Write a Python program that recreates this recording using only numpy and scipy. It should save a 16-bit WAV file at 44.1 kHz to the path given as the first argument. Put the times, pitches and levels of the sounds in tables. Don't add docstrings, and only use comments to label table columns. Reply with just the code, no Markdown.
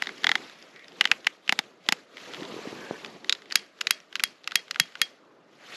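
import sys
import numpy as np
from scipy import signal
from scipy.fft import rfft, irfft
from scipy.io import wavfile
from scipy.ndimage import uniform_filter1d

SR = 44100
rng = np.random.default_rng(int(sys.argv[2]) if len(sys.argv) > 2 else 0)


def inscribe(sig):
    pcm = np.round(np.clip(np.atleast_2d(sig).T, -1, 1) * 32767)
    wavfile.write(sys.argv[1], SR, pcm.astype(np.int16))


N = 254104

# time in s, peak in dB, favoured low ring in Hz, favoured
# high ring in Hz, high ring level in dB, hardness in dB per octave, slip length in ms, body ring in dB.
NOTCHES = [(0.022, -7, 2080, 2670, -21.5, -5, 1.54, -8.5), (0.07, -15, 2020, 3540, 0, -15, 1.85, -8),
           (0.092, -21, 1870, 3230, -11.5, -24, 0.5, -12),
           (0.242, -4.5, 1920, 3300, 0.5, -10.5, 2.24, -8.5), (0.268, -3, 2020, 3350, 1.1, -16, 1.44, -6.5),
           (0.291, -6, 2000, 3645, -6.2, -11, 2, -6.5), (0.316, -3.5, 1980, 3260, -3.5, -12, 1.19, -10.5),
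           (0.354, -3.5, 1950, 3320, -5, -12, 1.73, -7.5), (1.01, 2, 2090, 2900, 5.5, -6, 1.5, -9.5),
           (1.053, -3, 2030, 3050, 4, -9, 1.96, -8), (1.073, -18.5, 2390, 2990, -0.5, 0, 1.4, -37),
           (1.115, 0.5, 1830, 2580, 5, -3, 1.16, -8.5), (1.268, -1.5, 2240, 2810, -1.5, -6.5, 2.05, -11.5),
           (1.493, -2.5, 2250, 2750, 12.5, -1, 1.45, -4), (1.524, -4.5, 2170, 3550, -11, -0.5, 1.13, 1.7),
           (1.59, -3, 2230, 3570, 2, 4, 1.34, -0.5), (1.888, -1, 2060, 3390, 4.5, 3, 1.37, 1),
           (1.923, -0.5, 2220, 2600, 0.5, 8.5, 1.54, 0)]
# time in s, peak in dB, favoured low ring in Hz,
# favoured high ring in Hz, high ring level in dB, hardness in dB per octave.
CATCHES = [(3.295, -2.5, 2600, 3650, 16.5, 10.5), (3.325, -4.5, 1580, 3830, 10, 7),
           (3.518, -26.5, 1920, 4820, -9, -12), (3.523, -13, 1880, 4570, 6, 3),
           (3.809, -15.5, 2320, 3300, 2, 4), (3.812, -10.5, 1630, 2770, -3, 6.5),
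           (3.87, -6.5, 2600, 3900, 0.5, 2), (4.155, -10.5, 1620, 2920, .1, 0),
           (4.196, -16, 2450, 2560, 4, -3.5), (4.202, -17.5, 1520, 3220, -6, -11),
           (4.475, -13, 1480, 2750, -4, -0.2), (4.519, -22, 1570, 3500, -12, -12.5),
           (4.71, -11.5, 1930, 4200, -4, 7), (4.759, -18, 1570, 2480, -14, -18.5),
           (4.954, -22.5, 1540, 2740, -7, -13.5)]
# time in s, crack peak in dB, hardness in dB per octave,
# neck ring gain in dB relative to the snap.
SNAPS = [(3.556, 2.6, 14.5, -24), (3.908, 0.2, 9.5, -22), (4.237, -1.1, 9, -19), (4.556, 0.2, 11.5, -16.5),
         (4.799, 0.06, 11.5, -15), (5.016, 0.5, 12, -14)]


def gain_of(db):
    return 10 ** (np.asarray(db) / 20)


def evened(x):
    return x / np.sqrt(np.mean(x ** 2) + 1e-20)


def peaked(x):
    return x / (abs(x).max() + 1e-12)


def read(points, hz):
    f, value = np.transpose(points)
    return np.interp(np.log(hz + 1), np.log(f + 1), value)


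def add(mix, s, sound):
    part = mix[round(s * SR):][:len(sound)]
    part += sound[:len(part)]


def ring(modes, tilt_db, size):
    hz, db, t60 = np.transpose(modes)[:, :, None]
    t = np.arange(size) / SR
    level_db = db + tilt_db * np.log2(hz / 2000) - 60 * t / t60
    return (gain_of(level_db) * np.sin(2 * np.pi * hz * t)).sum(0)


def causal(points, size):
    log_gain = read(points, abs(np.fft.fftfreq(size, 1 / SR))) * np.log(10) / 20
    spectrum = np.exp(np.conj(signal.hilbert(log_gain)))
    return np.fft.ifft(spectrum).real[:size // 2]


def noise(points, patchy_db, flicker_db, size):
    hop = size // 4
    frames, hz = N // hop + 5, np.fft.rfftfreq(size, 1 / SR)
    a, b, patches = rng.standard_normal((frames, len(hz), 3)).T
    patches = uniform_filter1d(patches, size=6, axis=0)
    patches = evened(uniform_filter1d(patches, size=10, axis=1))
    flicker = evened(uniform_filter1d(rng.standard_normal(frames), size=4))
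    level_db = read(points, hz)[:, None] + patchy_db * patches + flicker_db * flicker
    z = (a + 1j * b) * gain_of(level_db)
    return evened(signal.istft(z, nperseg=size, noverlap=size - hop)[1][:N])


def slip(length_ms, grit, tail_db):
    ms = np.arange(len(grit)) / SR * 1000
    u = ms / np.clip(length_ms, .2, 6)
    smear = gain_of(tail_db - 1.6 * ms) * (1 - np.exp(-u ** 2)) * np.sqrt(1 - ms / ms[-1])
    shape = u ** 2 * np.exp(1 - u ** 1.56) + smear
    z = rfft(grit * shape)
    even = irfft(z / uniform_filter1d(abs(z), size=5), len(grit))
    return even / np.sqrt(uniform_filter1d(even ** 2, size=31) + 1e-12) * shape


def band(x, lo_hz, hi_hz):
    sos = signal.butter(3, [lo_hz, hi_hz], "bandpass", fs=SR, output="sos")
    return signal.sosfilt(sos, x)


def stillness():
    # frequency in Hz, relative density in dB per Hz.
    still_spectrum = [(12, -70.5), (20, -46.5), (94, -66.5), (135, -11), (270, -4), (310, -3), (421, -13),
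                      (457, -13.5), (603, 2), (865, -21), (1110, -10), (1210, -3.5), (15000, -55)]
    level_db = -61.5
    return gain_of(level_db) * noise(still_spectrum, patchy_db=1.1, flicker_db=0.8, size=1024)


def click_swell():
    rise_s, fall_s = 0.059, 0.12
    t = np.arange(0, N, 64) / SR
    s, db = np.transpose([row[:2] for row in NOTCHES + CATCHES + SNAPS])[:, :, None]
    width_s = np.where(t < s, rise_s, fall_s)
    bumps = gain_of(db / 2) * np.exp(-((t - s) / width_s) ** 2)
    total = np.sqrt((bumps ** 2).sum(0))
    return np.interp(np.arange(N) / SR, t, total)


def rustle():
    # time in s, swish level in dB, rumble level in dB.
    moving = [(0.0, -48.5, -50.5), (0.43, -46.5, -47.5), (0.56, -52, -55), (0.82, -57, -57.5),
              (1.14, -51.5, -51), (1.38, -80, -64), (1.62, -63, -55.5), (1.771, -66, -58),
              (2.05, -67, -60.5), (2.21, -44.5, -51), (2.34, -44, -43), (2.42, -45, -42.5),
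              (2.68, -43.5, -41), (3.07, -47.5, -44.5), (3.31, -61.5, -52), (3.75, -64, -66),
              (4.45, -66, -63), (4.9, -57.5, -65), (5.22, -66.5, -57), (5.441, -69.5, -59),
              (5.6, -56.5, -57.5), (5.76, -39, -48.5)]
    # frequency in Hz, relative density in dB per Hz.
    swish_spectrum = [(350, -31), (600, -2.5), (815, -8), (895, -28), (1120, 1), (1610, -1.5), (1940, 1.5),
                      (2240, 0.5), (4370, -4), (7060, -12.5), (9340, -29), (11600, -18.5), (14500, -54.5)]
    rumble_spectrum = [(65, -44.5), (110, -22.5), (150, 1), (284, 5.5), (446, 7.5), (561, 2), (620, 2),
                       (1200, -4), (1560, -38.5), (2640, -120)]
    deep_spectrum = [(15, -24), (30, -12.5), (65, -3), (95, -7), (130, -40.5), (400, -81.5)]
    swell_treble_db, swell_bass_db, air_under_rumble_db = -51.5, -54.5, -36.5

    t, swell = np.arange(N) / SR, click_swell()
    s, swish_points_db, rumble_points_db = np.transpose(moving)
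    swish_db = np.interp(t, s, swish_points_db)
    rumble_db = np.interp(t, s, rumble_points_db)
    swish_gain = np.hypot(gain_of(swish_db), gain_of(swell_treble_db) * swell)
    rumble_gain = np.hypot(gain_of(rumble_db), gain_of(swell_bass_db) * swell)
    air_gain = gain_of(rumble_db + air_under_rumble_db)

    rumble = rumble_gain * noise(rumble_spectrum, patchy_db=2.0, flicker_db=1.5, size=1024)
    swish = swish_gain * noise(swish_spectrum, patchy_db=2.2, flicker_db=0.82, size=256)
    deep = air_gain * noise(deep_spectrum, patchy_db=1.5, flicker_db=2.5, size=2048)
    return swish + rumble + deep


def rubs():
    # start in s, end in s, centre in Hz, width in Hz, level before the fades in dB.
    rub_rows = [(0.739, 0.868, 2070, 506, -51.5), (2.742, 3.005, 1620, 250, -48)]
    out = np.zeros(N)
    for start_s, end_s, hz, width_hz, db in rub_rows:
        size = round((end_s - start_s) * SR)
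        hiss, drift = rng.standard_normal((2, size))
        grain = gain_of(3.3 * evened(uniform_filter1d(drift, size=300)))
        rub = evened(band(hiss * grain, hz - width_hz / 2, hz + width_hz / 2))
        add(out, start_s, gain_of(db) * rub * signal.windows.tukey(size, 0.4))
    return out


def thuds():
    # time in s, peak before the band-pass in dB, pitch in Hz, decay constant in ms.
    thud_rows = [(2.42, -25.5, 318, 3.5), (2.523, -27, 316, 0.97), (2.541, -26.5, 410, 2.2),
                 (2.564, -27, 372, 2), (2.59, -29, 444, 2.2), (2.655, -29.5, 493, 1.6),
                 (2.672, -24, 277, 2.2), (2.727, -26.5, 400, 1.6), (2.910, -12.5, 500, 0.58),
                 (4.805, -28, 156.6, 3.3)]
    out, t = np.zeros(N), np.arange(1500) / SR
    for s, db, hz, length_ms in thud_rows:
        u = t * 1000 / np.clip(length_ms, .3, 5)
        knock = np.sin(2 * np.pi * hz * t) * np.sqrt(u) * np.exp(-u)
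        add(out, s, gain_of(db) * peaked(knock))
    return band(out, 138, 2700)


def near_echo(x):
    level_db, t60_s, build_s = -33.0, 0.14, 0.00073
    t = np.arange(6000) / SR
    envelope = gain_of(-60 * t / t60_s) * (1 - np.exp(-t / build_s))
    tail = band(rng.standard_normal(len(t)), 980, 10000) * envelope
    return gain_of(level_db) * signal.oaconvolve(x, tail / np.linalg.norm(tail))[:N]


def shell(hard_db, body_db, top_db):
    # frequency in Hz, relative level in dB, t60 in s.
    wall_modes = [(1560, -26.5, 0.024), (2040, -3.5, 0.011), (2875, 5, 0.0035), (3890, 5, 0.0018),
                  (4870, -1.5, 0.0035), (6664, -9.5, 0.0037), (7700, -59, 0.0017)]
    tank_modes = [(810, 0, .016)]
    edge_modes = [(10390, 6, 0.0007), (11280, 2.5, .004), (11800, -7.5, 0.001), (15270, -19.5, .003)]
    walls = band(band(ring(wall_modes, hard_db, size=900), 1150, 8100), 938, 9000)
    tank = band(ring(tank_modes, 0, size=900), 680, 1600)
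    edges = band(ring(edge_modes, 0, size=900), 5500, 22000)
    return walls + gain_of(body_db) * tank + gain_of(top_db) * edges


def click(db, low_hz, high_hz, high_db, hard_db, length_ms, body_db, grit):
    grip_db, grip_t60_s = 7, 0.006
    favoured = ring([(low_hz, 0, grip_t60_s), (high_hz, high_db, grip_t60_s)], 0, size=900)
    edge_db = -13 + 0.9 * hard_db + 0.2 * body_db
    rings = shell(hard_db, body_db, edge_db) + gain_of(grip_db) * band(favoured, 1274, 7500)
    return gain_of(db) * peaked(signal.fftconvolve(slip(length_ms, grit, tail_db=-7.0), rings))


def clicks():
    # time in s, peak in dB, favoured low ring in Hz.
    ticks = [(.036, -25.5, 3910), (.045, -30, 4010), (.058, -25, 1840), (.18, -35, 4900),
             (.234, -24.5, 1830), (0.497, -31.5, 1750), (.625, -34, 4870), (0.761, -34, 1950),
             (.794, -34.5, 1880), (.844, -35.5, 3780), (.882, -32.5, 4970), (.92, -37.5, 3400),
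             (1.042, -20.5, 2300), (1.135, -31.5, 2500), (1.246, -28.5, 3010), (1.478, -22, 2900),
             (1.864, -32, 3100), (2.17, -25.5, 2240), (2.18, -30, 2200), (2.336, -24, 1370),
             (2.345, -22, 3320), (2.408, -31, 3630), (2.431, -27, 1410), (2.451, -29, 3830),
             (3.047, -21, 2530), (3.061, -27, 4580), (3.245, -26, 2030), (3.307, -28.5, 3440),
             (3.35, -27.5, 3800), (3.42, -34, 1950), (3.457, -37.5, 2220), (3.502, -29, 3700),
             (3.51, -21.5, 2480), (3.789, -41, 1570), (4.002, -37, 5500), (4.127, -29.5, 1560),
             (4.164, -24.5, 4010), (4.436, -44, 4800), (4.442, -31.5, 4020), (4.51, -24.5, 2700),
             (4.681, -35.5, 1560), (4.745, -25, 2550), (4.922, -39, 1550), (4.972, -40, 1560)]
    catch_slip_ms, catch_body_db = 1.4, -22
    tick_high_hz, tick_spread, tick_high_db = 3280, 0.12, -4
    tick_hard_db, tick_slip_ms, tick_body_db = -7.5, 1.27, -14.5

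    out, t = np.zeros(N), np.arange(1500) / SR
    jolt = band(gain_of(-13.0 - 60 * t / 0.0078) * np.sin(2 * np.pi * 260 * t), 180, 500)
    rows = NOTCHES + [(*row, catch_slip_ms, catch_body_db) for row in CATCHES]
    scatter = 1 + tick_spread * rng.uniform(-1, 1, len(ticks))
    for (s, db, hz), share in zip(ticks, scatter):
        rows = rows + [(s, db, hz, tick_high_hz * share, tick_high_db,
                        tick_hard_db, tick_slip_ms, tick_body_db)]
    for row, grit in zip(rows, rng.standard_normal((len(rows), 900))):
        s, db, body_db = row[0], row[1], row[-1]
        add(out, s - 0.001, click(*row[1:], grit))
        add(out, s, gain_of(db + body_db) * jolt)
    return out


def snaps():
    # frequency in Hz, relative level in dB, t60 in s (the neck's before extra damping).
    neck_modes = [(1867, 2, 0.027), (2150, -8, 0.049), (2570, -22.5, 0.033), (3273, -4, 0.13),
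                  (4270, -20, .04), (6200, -20, 0.074)]
    grip_modes = [(2020, 14, 0.0043), (2626, 15, 0.0045), (3980, 7, 0.011), (4700, 5.5, 0.0069)]
    # frequency in Hz, relative density in dB per Hz.
    hiss_spectrum = [(530, -37.5), (900, -15.5), (1860, 9.5), (3080, 4.5), (3330, -18.5), (3610, -21.5),
                     (4340, 7.5), (8950, -16), (11300, -18.5), (14000, -49.5)]
    neck_build_s, neck_damp_db_per_s = 0.000097, 130
    push_db, hiss_db, hiss_t60_s = -30, -37, 0.23

    out, hiss_gain, t = np.zeros(N), np.zeros(N), np.arange(9000) / SR
    neck = ring(neck_modes, 0, size=len(t))
    neck = neck * (1 - np.exp(-t / neck_build_s)) * gain_of(-neck_damp_db_per_s * t)
    push = band(np.sin(2 * np.pi * 170 * t) * gain_of(-60 * t / 0.013), 160, 750)
    grip = band(ring(grip_modes, 0, size=900), 1000, 8000)
    for (s, db, hard_db, neck_db), grit in zip(SNAPS, rng.standard_normal((len(SNAPS), 900))):
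        rings = shell(hard_db, body_db=-33.5, top_db=8.2) + grip
        crack = peaked(signal.fftconvolve(slip(1.37, grit, tail_db=-13.5), rings))
        add(out, s - 0.001, gain_of(db) * crack)
        add(out, s, gain_of(db) * (gain_of(neck_db) * neck + gain_of(push_db) * push))
        add(hiss_gain, s, gain_of(db + hiss_db - 60 * t / hiss_t60_s))
        for late_s, late_db in [(0.015, -26), (0.036, -31)]:
            add(out, s + late_s, gain_of(db + late_db) * band(crack, 1700, 5500))
    return out + hiss_gain * noise(hiss_spectrum, patchy_db=2.0, flicker_db=1.5, size=256)


def scene():
    lighter = clicks() + snaps()
    handling = thuds() + rubs() + rustle()
    air = lighter + near_echo(lighter) + handling + stillness()
    return np.array([air, air])


def record(dry):
    # frequency in Hz, gain in dB.
    housing = [(8400, -2), (8800, -2.5), (9000, -14), (9200, -4), (9600, 1), (13200, -7), (14000, -13),
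               (16500, -27.5)]
    # frequency in Hz, gain in dB.
    side_gain = [(25, -15), (120, -39), (1000, -44), (3000, -42), (6000, -35), (9000, -23), (13000, -7)]
    edge_hz = 16500
    rounded = np.tanh(0.8 * dry) / 0.8
    mid = signal.oaconvolve(rounded, causal(housing, size=4096)[None], axes=1)[:, :N]
    side_db = read(side_gain, np.fft.rfftfreq(N, 1 / SR))
    side = irfft(1j * rfft(mid[0]) * gain_of(side_db), N)
    both = mid + np.array([side, -side])
    low_pass = signal.firwin(1023, edge_hz, window=("kaiser", 12), fs=SR)
    return signal.oaconvolve(both, low_pass[None], "same")


dry = scene()
out = record(dry)
inscribe(out)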